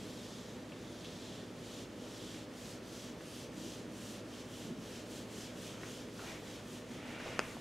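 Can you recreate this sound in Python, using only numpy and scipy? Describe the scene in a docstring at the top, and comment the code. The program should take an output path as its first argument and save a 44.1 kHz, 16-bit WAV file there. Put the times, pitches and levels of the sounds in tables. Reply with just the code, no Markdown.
"""Wiping a whiteboard

A felt eraser goes to and fro a few metres away in a quiet, ventilated classroom. Sliding friction
makes each stroke hiss, the holder ticks on the board, and the panel's low modes boom softly when it
is leaned on. Close by, something slides with a soft rustle and gives one sharp click.
Air rushes through ducts behind it all, with a hum of fans and mains."""
import sys
import numpy as np
from scipy import signal
from scipy.fft import rfft, irfft, next_fast_len
from scipy.io import wavfile
from scipy.ndimage import uniform_filter1d, map_coordinates

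SR = 44100
rng = np.random.default_rng(int(sys.argv[2]) if len(sys.argv) > 2 else 0)


def wav_record(signal):
    """Record a signal, one row per channel, as 16-bit PCM in the file named by sys.argv[1]."""
    frames = np.transpose(np.atleast_2d(signal))
    bounded = np.clip(frames, -1, 1)
    # unit amplitude maps onto the largest positive 16-bit level
    quanta = np.round(bounded * 32767).astype(np.int16)
    wavfile.write(sys.argv[1], SR, quanta)


N = 335447


def eraser(felt_db=.3, fizz_db=3.1, holder_db=.2, uneven_db=0.32):
    """Sliding friction: felt fibres slip and excite the hollow holder; speed adds a finer fizz."""
    # spectra of felt on the glossy board and of its fizz: (f/Hz, relative level/dB)
    felt_spectrum = [(400, -12), (1200, -14), (2200, -8), (2800, -4), (3400, -1.5), (4400, -2.4),
                     (5100, -2.8), (6200, -2.6), (7400, -5.8), (9000, -15), (12000, -20), (16000, -42)]
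    fizz_spectrum = [(3000, -24), (6000, 2), (8500, 0.8), (10500, -2.2), (13500, -7.7), (16000, -16)]
    hiss_gain, fizz_gain, ring_gain, centre_hz = strokes()
    felt = amp(felt_db) * hiss_gain * friction(felt_spectrum, snags_per_s=2500, snag_share=0.19)
    fizz = amp(fizz_db) * fizz_gain * friction(fizz_spectrum, snags_per_s=4000, snag_share=.2)
    holder = amp(holder_db) * ring_gain * hollow(centre_hz, width_hz=920)
    rub = narrowed(felt, side_db=-4.5) + narrowed(fizz, side_db=-5.0) + narrowed(holder, side_db=-7)
    return amp(uneven_db * wobble(45)) * patchy(rub, depth_db=.8)


def strokes(end_s=7.68, speed_power=.98, fizz_power=1.24, dulling_db=5.5):
    """Friction noise grows as a power of speed. Gives hiss, fizz and ring gains and holder pitch."""
    # strokes, each lasting until the next: (start t/s, share spent speeding up, level at the turn/dB,
    # level at full speed/dB, fizz offset/dB, ring offset/dB, holder f/Hz)
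    wipes = [(-0.365, 0.58, -61.5, -57.5, -12.5, -6.0, 3470.0),
             (0.647, 0.71, -66.5, -57.5, -15.0, -3.5, 3400.0),
             (1.514, 0.74, -67.0, -55.5, -10.0, -7.0, 3220.0),
             (1.867, 0.72, -69.0, -55.0, -12.0, -6.5, 3240.0),
             (2.477, 0.68, -71.5, -55.5, -8.0, -8.5, 3140.0),
             (2.789, 0.6, -69.0, -54.0, -11.0, -10.0, 3110.0),
             (3.143, 0.75, -68.0, -55.5, -7.0, -6.0, 3150.0),
             (3.484, 0.47, -71.0, -54.0, -10.5, -9.0, 3080.0),
             (3.865, 0.72, -68.0, -54.5, -7.5, -10.0, 3020.0),
             (4.218, 0.86, -70.0, -57.0, -10.5, -5.5, 3020.0),
             (4.434, 0.56, -65.5, -56.0, -8.5, -3.5, 3090.0),
             (4.737, 0.73, -69.0, -55.5, -9.0, -5.0, 3090.0),
             (5.045, 0.59, -64.0, -56.0, -6.0, -5.0, 3090.0), (5.253, 0.61, -64.0, -54, -8.5, -5.5, 3180.0),
             (5.52, 0.57, -64.0, -55.0, -7.0, -5.0, 3120.0),
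             (5.767, 0.45, -62.0, -56.0, -8.5, -4.5, 3160.0),
             (6.084, 0.68, -65.5, -55.0, -8.5, -8.0, 3160.0),
             (6.381, 0.58, -62.5, -57.5, -10.5, -4.5, 3300.0),
             (6.626, 0.51, -64.0, -57.5, -7.5, -3.0, 3150.0),
             (6.836, 0.61, -68.0, -60.5, -8.0, -3.0, 3260.0),
             (7.009, 0.73, -67.5, -61.0, -9.0, -5.0, 3250.0),
             (7.158, 0.53, -67.5, -56.5, -14.0, -6.0, 3330.0),
             (7.372, 0.33, -64.5, -60.5, -6.0, -6.5, 3270.0)]
    t = np.arange(N) / SR
    hiss, fizz, ring, centre_hz = np.zeros((4, N))
    starts, _, turn_levels, *_ = np.transpose(wipes)
    ends = [*starts[1:], end_s]
    for (start, rise, _, db, fizz_db, ring_db, ring_hz), end in zip(wipes, ends):
        now = (t >= start) & (t < end)
        speed = arch(start, end - start, rise)[now]
        progress = (t[now] - start) / (end - start)
        hiss[now] = amp(db) * speed ** speed_power
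        fizz[now] = amp(db + fizz_db - dulling_db * (progress - .5)) * speed ** fizz_power
        ring[now] = amp(db + ring_db) * speed ** speed_power
        centre_hz[now] = ring_hz
    # the hand loops round at a turn, so a little rubbing stays, with weaker fizz and ring
    turn_db = np.interp(t, starts, turn_levels)
    return (linger(np.hypot(hiss, amp(turn_db)), decay_s=.015),
            linger(np.hypot(fizz, amp(turn_db - 8.5)), decay_s=.005),
            linger(np.hypot(ring, amp(turn_db - 7.2)), decay_s=.014),
            centre_hz)


def friction(spectrum, snags_per_s, snag_share):
    """Stick-slip noise: countless tiny slips merge to a hiss, and a few larger snags stand out."""
    snags = (rng.random(N) < snags_per_s / SR) * rng.standard_normal((2, N))
    slips = rng.standard_normal((2, N))
    force = np.sqrt(1 - snag_share) * slips + np.sqrt(snag_share) * unit(snags)
    return unit(filtered(spread(force), lambda hz: amp(along(spectrum, hz))))


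def hollow(centre_hz, width_hz):
    """Resonance of the hollow holder: a band of noise whose centre shifts with the grip."""
    baseband = np.array([noise(), noise()])
    in_phase, quadrature = filtered(baseband, lambda hz: 1 / (1 + (2 * hz / width_hz) ** 2))
    phase = 2 * np.pi * np.cumsum(centre_hz) / SR
    return unit(in_phase * np.cos(phase) + quadrature * np.sin(phase))


def patchy(x, depth_db):
    """Spectral modulation: the colour drifts at random as the contact changes."""
    spectra = signal.stft(x, nperseg=512)[2]
    drift = rng.standard_normal(spectra.shape[1:])
    for _ in range(2):
        drift = uniform_filter1d(drift, size=5, axis=0)  # across frequency
        drift = uniform_filter1d(drift, size=24, axis=1)  # across time
    return signal.istft(spectra * amp(depth_db * unit(drift)), nperseg=512)[1][:, :N]


def panel(drag_db=-65):
    """Forced vibration: the eraser drives the board's low modes; where it presses decides which lead."""
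    # panel modes: (f/Hz, nominal width/Hz, relative level/dB)
    modes = [(149, 39, -8), (221.5, 63, -1.5), (318, 43, -7.5), (408, 47, -13.5)]
    # the hand leans on the panel: (firmest t/s, length/s, level/dB, tilt/(dB per octave))
    leans = [(.02, .3, -52.5, -0.5), (3.626, .26, -47, 3.5), (3.86, .35, -58, -5), (4.69, 0.15, -46, -6),
             (4.796, 0.15, -49.5, -6), (5.8, .5, -54.5, -2), (7.05, 0.56, -55, -1)]
    presses = [(amp(db) * arch(s - length / 2, length) ** 2, tilt) for s, length, db, tilt in leans]
    out = 0
    for centre, width, db in modes:
        octaves = np.log2(centre / modes[1][0])  # the tilt pivots on the second mode
        push = sum(press * amp(tilt * octaves) for press, tilt in presses)
        out += amp(db) * np.hypot(push, amp(drag_db)) * resonate(noise(), centre, 2 * width)
    return out


def ticks(width_hz=750, wet_db=-7, decay_db_per_cycle=9):
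    """Light impacts: a damped oscillation of a few cycles, then a short rattle around the same pitch."""
    # ticks and taps: (t/s, impact level/dB, rattle level/dB, f/Hz, rattle T60/s)
    contacts = [(0.720, -45, -54, 2800, 0.11), (1.046, -42, -49.5, 3280, .15),
                (2.345, -41, -50.5, 1900, .09), (3.207, -39, -53, 1600, .05), (5.8337, -30, -49, 1760, .07),
                (6.086, -40, -55, 1900, .05), (6.194, -40, -52, 1304, 0.1), (7.163, -40, -56, 900, 0.028),
                (7.2023, -33, -45.5, 1750, .06), (7.259, -35, -42, 500, 0.13),
                (7.5684, -38, -52, 750, 0.032)]
    out, t = np.zeros(N), np.arange(N) / SR
    for s, impact_db, rattle_db, centre, t60 in contacts:
        age = np.maximum(t - s, 0)
        cycles = age * centre
        impact = amp(impact_db - decay_db_per_cycle * cycles) * np.sin(2 * np.pi * cycles)
        rattle = resonate(rng.standard_normal(N), centre, width_hz + centre / 4)
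        out += impact + amp(rattle_db - 60 * age / t60) * (t >= s) * rattle
    return out + amp(wet_db) * room(out)


def click(at_s=7.3927, gain_db=-13.5, wet_db=-14, low_hz=290, soft_hz=8500, lag_s=1.5e-5):
    """Free vibration: heavily damped modes snap once, and nearby surfaces and the room reflect it."""
    # modes of the clicking body: (f/Hz, relative level/dB, T60/s)
    modes = [(500, -2, 0.0047), (1380, -.5, 0.0037), (1800, -11, .006), (2550, -8.5, 0.0075),
             (4900, -8, 0.0029), (6420, -15.5, 0.0057), (8300, -23, 0.0072), (13400, -20, .005)]
    # early reflections: (delay t/s, relative level/dB)
    reflections = [(.0075, -23), (.0083, -17), (0.0113, -30), (0.022, -26)]
    age = np.maximum(np.arange(N) / SR - at_s, 0)
    snap = -sum(amp(gain_db + db - 60 * age / t60) * np.sin(2 * np.pi * hz * age)
                for hz, db, t60 in modes)
    # a small body radiates no bass, and the contact time rounds off the top
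    snap = signal.sosfilt(signal.butter(2, low_hz, "high", fs=SR, output="sos"), snap)
    snap = signal.sosfilt(signal.butter(2, soft_hz, fs=SR, output="sos"), snap)
    direct = np.array([snap, delayed(snap, lag_s)]) * amp([[.3], [-.3]])  # a little to the left
    echoes = sum(amp(db) * delayed(snap, delay) for delay, db in reflections)
    return direct + echoes + amp(wet_db) * room(snap)


def slide(dull_db=-3, bright_db=-2, speed_power=1.3):
    """Sliding friction close by: a soft rustle swells and fades with the speed of each movement."""
    # movements: (fastest t/s, length/s, level/dB, brightness/dB)
    slides = [(4.94, .46, -63.5, -4), (5.45, .54, -61, -2), (5.83, .44, -57, -2), (6.235, .16, -56.5, -12),
              (6.32, .23, -52.3, 8), (6.53, .35, -60, 1), (7.19, .7, -51.2, 2.7), (7.39, .48, -50, 1.2)]
    # spectra of the rustle's dull and bright parts: (f/Hz, relative level/dB)
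    dull_spectrum = [(250, -12), (550, -0.5), (750, -4), (1050, -7), (1450, -0.5), (2000, -16), (3000, -13),
                     (8000, -45)]
    bright_spectrum = [(900, -1), (1500, -10.5), (1820, 3), (2080, 2), (2350, 4.5), (2550, 0), (2780, 1),
                       (3100, -6), (3500, -7), (4200, -13), (10000, -23), (16000, -40)]
    moves = [(amp(db) * arch(s - length / 2, length) ** speed_power, tilt)
             for s, length, db, tilt in slides]
    # overlapping movements add in power
    dull_gain = np.linalg.norm([move * amp(dull_db - tilt / 2) for move, tilt in moves], axis=0)
    bright_gain = np.linalg.norm([move * amp(bright_db + tilt / 2) for move, tilt in moves], axis=0)
    dull = dull_gain * friction(dull_spectrum, snags_per_s=500, snag_share=0.32)
    bright = bright_gain * friction(bright_spectrum, snags_per_s=830, snag_share=0.19)
    return dull + bright


def ventilation(air_db=-49.5, waver_db=0.07):
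    """Flow noise and duct resonance, with the slightly unsteady tones of fans and mains."""
    # spectrum of the rushing air: (f/Hz, relative level/dB)
    air_spectrum = [(22, -38), (36, -18), (80, -13), (130, -3.5), (200, 0.5), (330, -1.5), (450, -3),
                    (600, -7.5), (720, -12.5), (1500, -17), (3200, -22), (6500, -31), (11000, -40),
                    (16000, -46)]
    # duct resonances: (f/Hz, level/dB, nominal width/Hz)
    duct_modes = [(219.9, -65.5, 7.9), (306.7, -61, 9.2), (603.5, -74.5, 12), (1806, -73.5, 54),
                  (11020, -84, 250)]
    # fan and mains tones: (f/Hz, level/dB, phase wander/rad)
    hum = [(57.5, -69.5, 0.73), (70.7, -71.5, .8), (99.6, -68, 0.17), (111.7, -61, 0.54),
           (247.6, -57.5, 0.38), (498.6, -63, 1), (586.3, -66.5, 0.9), (640, -69.5, 1.15)]
    t = np.arange(N) / SR
    air_gain = amp(air_db + waver_db * wobble(6))
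    air = air_gain * unit(filtered(noise(), lambda hz: amp(along(air_spectrum, hz))))
    ducts = sum(amp(db) * resonate(noise(), centre, 2 * width) for centre, db, width in duct_modes)
    tones = sum(amp(db) * unit(np.sin(2 * np.pi * hz * t + wander * wobble(5)))
                for hz, db, wander in hum)
    return (air + ducts + tones) * amp([[-.3], [.3]])  # a little to the right


def room(x):
    """Reverberation: the classroom's diffuse tail decays exponentially, the treble first."""
    # reverberation times: (f/Hz, T60/s)
    decay_times = [(200, 0.44), (2000, 0.36), (6000, 0.3), (14000, 0.24)]
    hz, t, spectra = signal.stft(rng.standard_normal((2, SR // 2)), SR, nperseg=256)
    decay = amp(-60 * t / along(decay_times, hz)[:, None])
    tail = signal.istft(spectra * decay, SR, nperseg=256)[1]
    tail /= np.linalg.norm(tail[0])
    return spread(signal.fftconvolve(x[None], tail, axes=1)[:, :N])


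def linger(gain, decay_s):
    """Energy storage: the room holds a sound for a moment, which softens every fall in level."""
    keep = np.exp(-1 / (SR * decay_s))
    energy = signal.lfilter([1 - keep], [1, -keep], gain ** 2, zi=[keep * gain[0] ** 2])[0]
    return np.sqrt(energy)


def spread(pair):
    """Spatial coherence: two unrelated signals become a diffuse field at two nearby points."""
    # likeness of left and right: (f/Hz, coherence)
    coherence = [(30, 1), (70, .96), (200, 0.99), (450, 0.95), (850, 0.8), (1500, 0.88), (2200, 0.83),
                 (3200, 0.91), (4900, 0.78), (7000, 0.85), (14000, 0.78)]

    def mid_side_gains(hz):
        angle = np.arccos(along(coherence, hz)) / 2
        return np.array([np.cos(angle), np.sin(angle)])

    mid, side = filtered(pair, mid_side_gains)
    return np.array([mid + side, mid - side])


def narrowed(pair, side_db):
    """Direct sound from straight ahead is more coherent between left and right than a diffuse field."""
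    mid = pair.mean(axis=0)
    return mid + amp(side_db) * (pair - mid)


def noise():
    """Diffuse white noise, two channels."""
    return spread(rng.standard_normal((2, N)))


def arch(start, length, rise=0.49):
    """A smooth movement: from rest to 1 over the share rise of its length, then back to rest."""
    ramp = np.interp(np.arange(N) / SR, [start, start + length * rise, start + length], [0, 1, 0])
    return np.sin(np.pi / 2 * ramp)


def wobble(rate):
    """A smooth random curve, rate knots a second."""
    knots = rng.standard_normal(int(N * rate / SR) + 4)
    return map_coordinates(knots, [np.arange(N) * rate / SR])


def resonate(x, centre, width):
    """Forced response of two like damped resonators in series, scaled to rms 1."""
    return unit(filtered(x, lambda hz: (1j * hz * width / (centre**2 - hz**2 + 1j * hz * width)) ** 2))


def delayed(x, delay_s):
    """Propagation delay: a phase lag proportional to frequency."""
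    return filtered(x, lambda hz: np.exp(-2j * np.pi * hz * delay_s))


def filtered(x, response):
    """Linear filtering: the spectrum of x times a frequency response."""
    size = next_fast_len(N + SR // 2)
    hz = np.fft.rfftfreq(size, 1 / SR)
    return irfft(rfft(x, size) * response(hz), size)[..., :N]


def along(points, hz):
    """Interpolate (f/Hz, value) points on a logarithmic frequency axis."""
    f, values = np.transpose(points)
    return np.interp(np.log(hz + 1), np.log(f + 1), values)


def amp(db):
    """Decibels to amplitude ratio."""
    return 10 ** (np.asarray(db) / 20)


def unit(x):
    """Scale to rms 1."""
    return x / np.sqrt(np.mean(x ** 2) + 1e-20)


def scene():
    """Superposition: the pressures of all sources add."""
    return eraser() + panel() + slide() + ticks() + click() + ventilation()


def record(dry):
    """Band limiting: nothing above 15750 Hz passes."""
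    return filtered(dry, lambda hz: hz < 15750)


dry = scene()
out = record(dry)
wav_record(out)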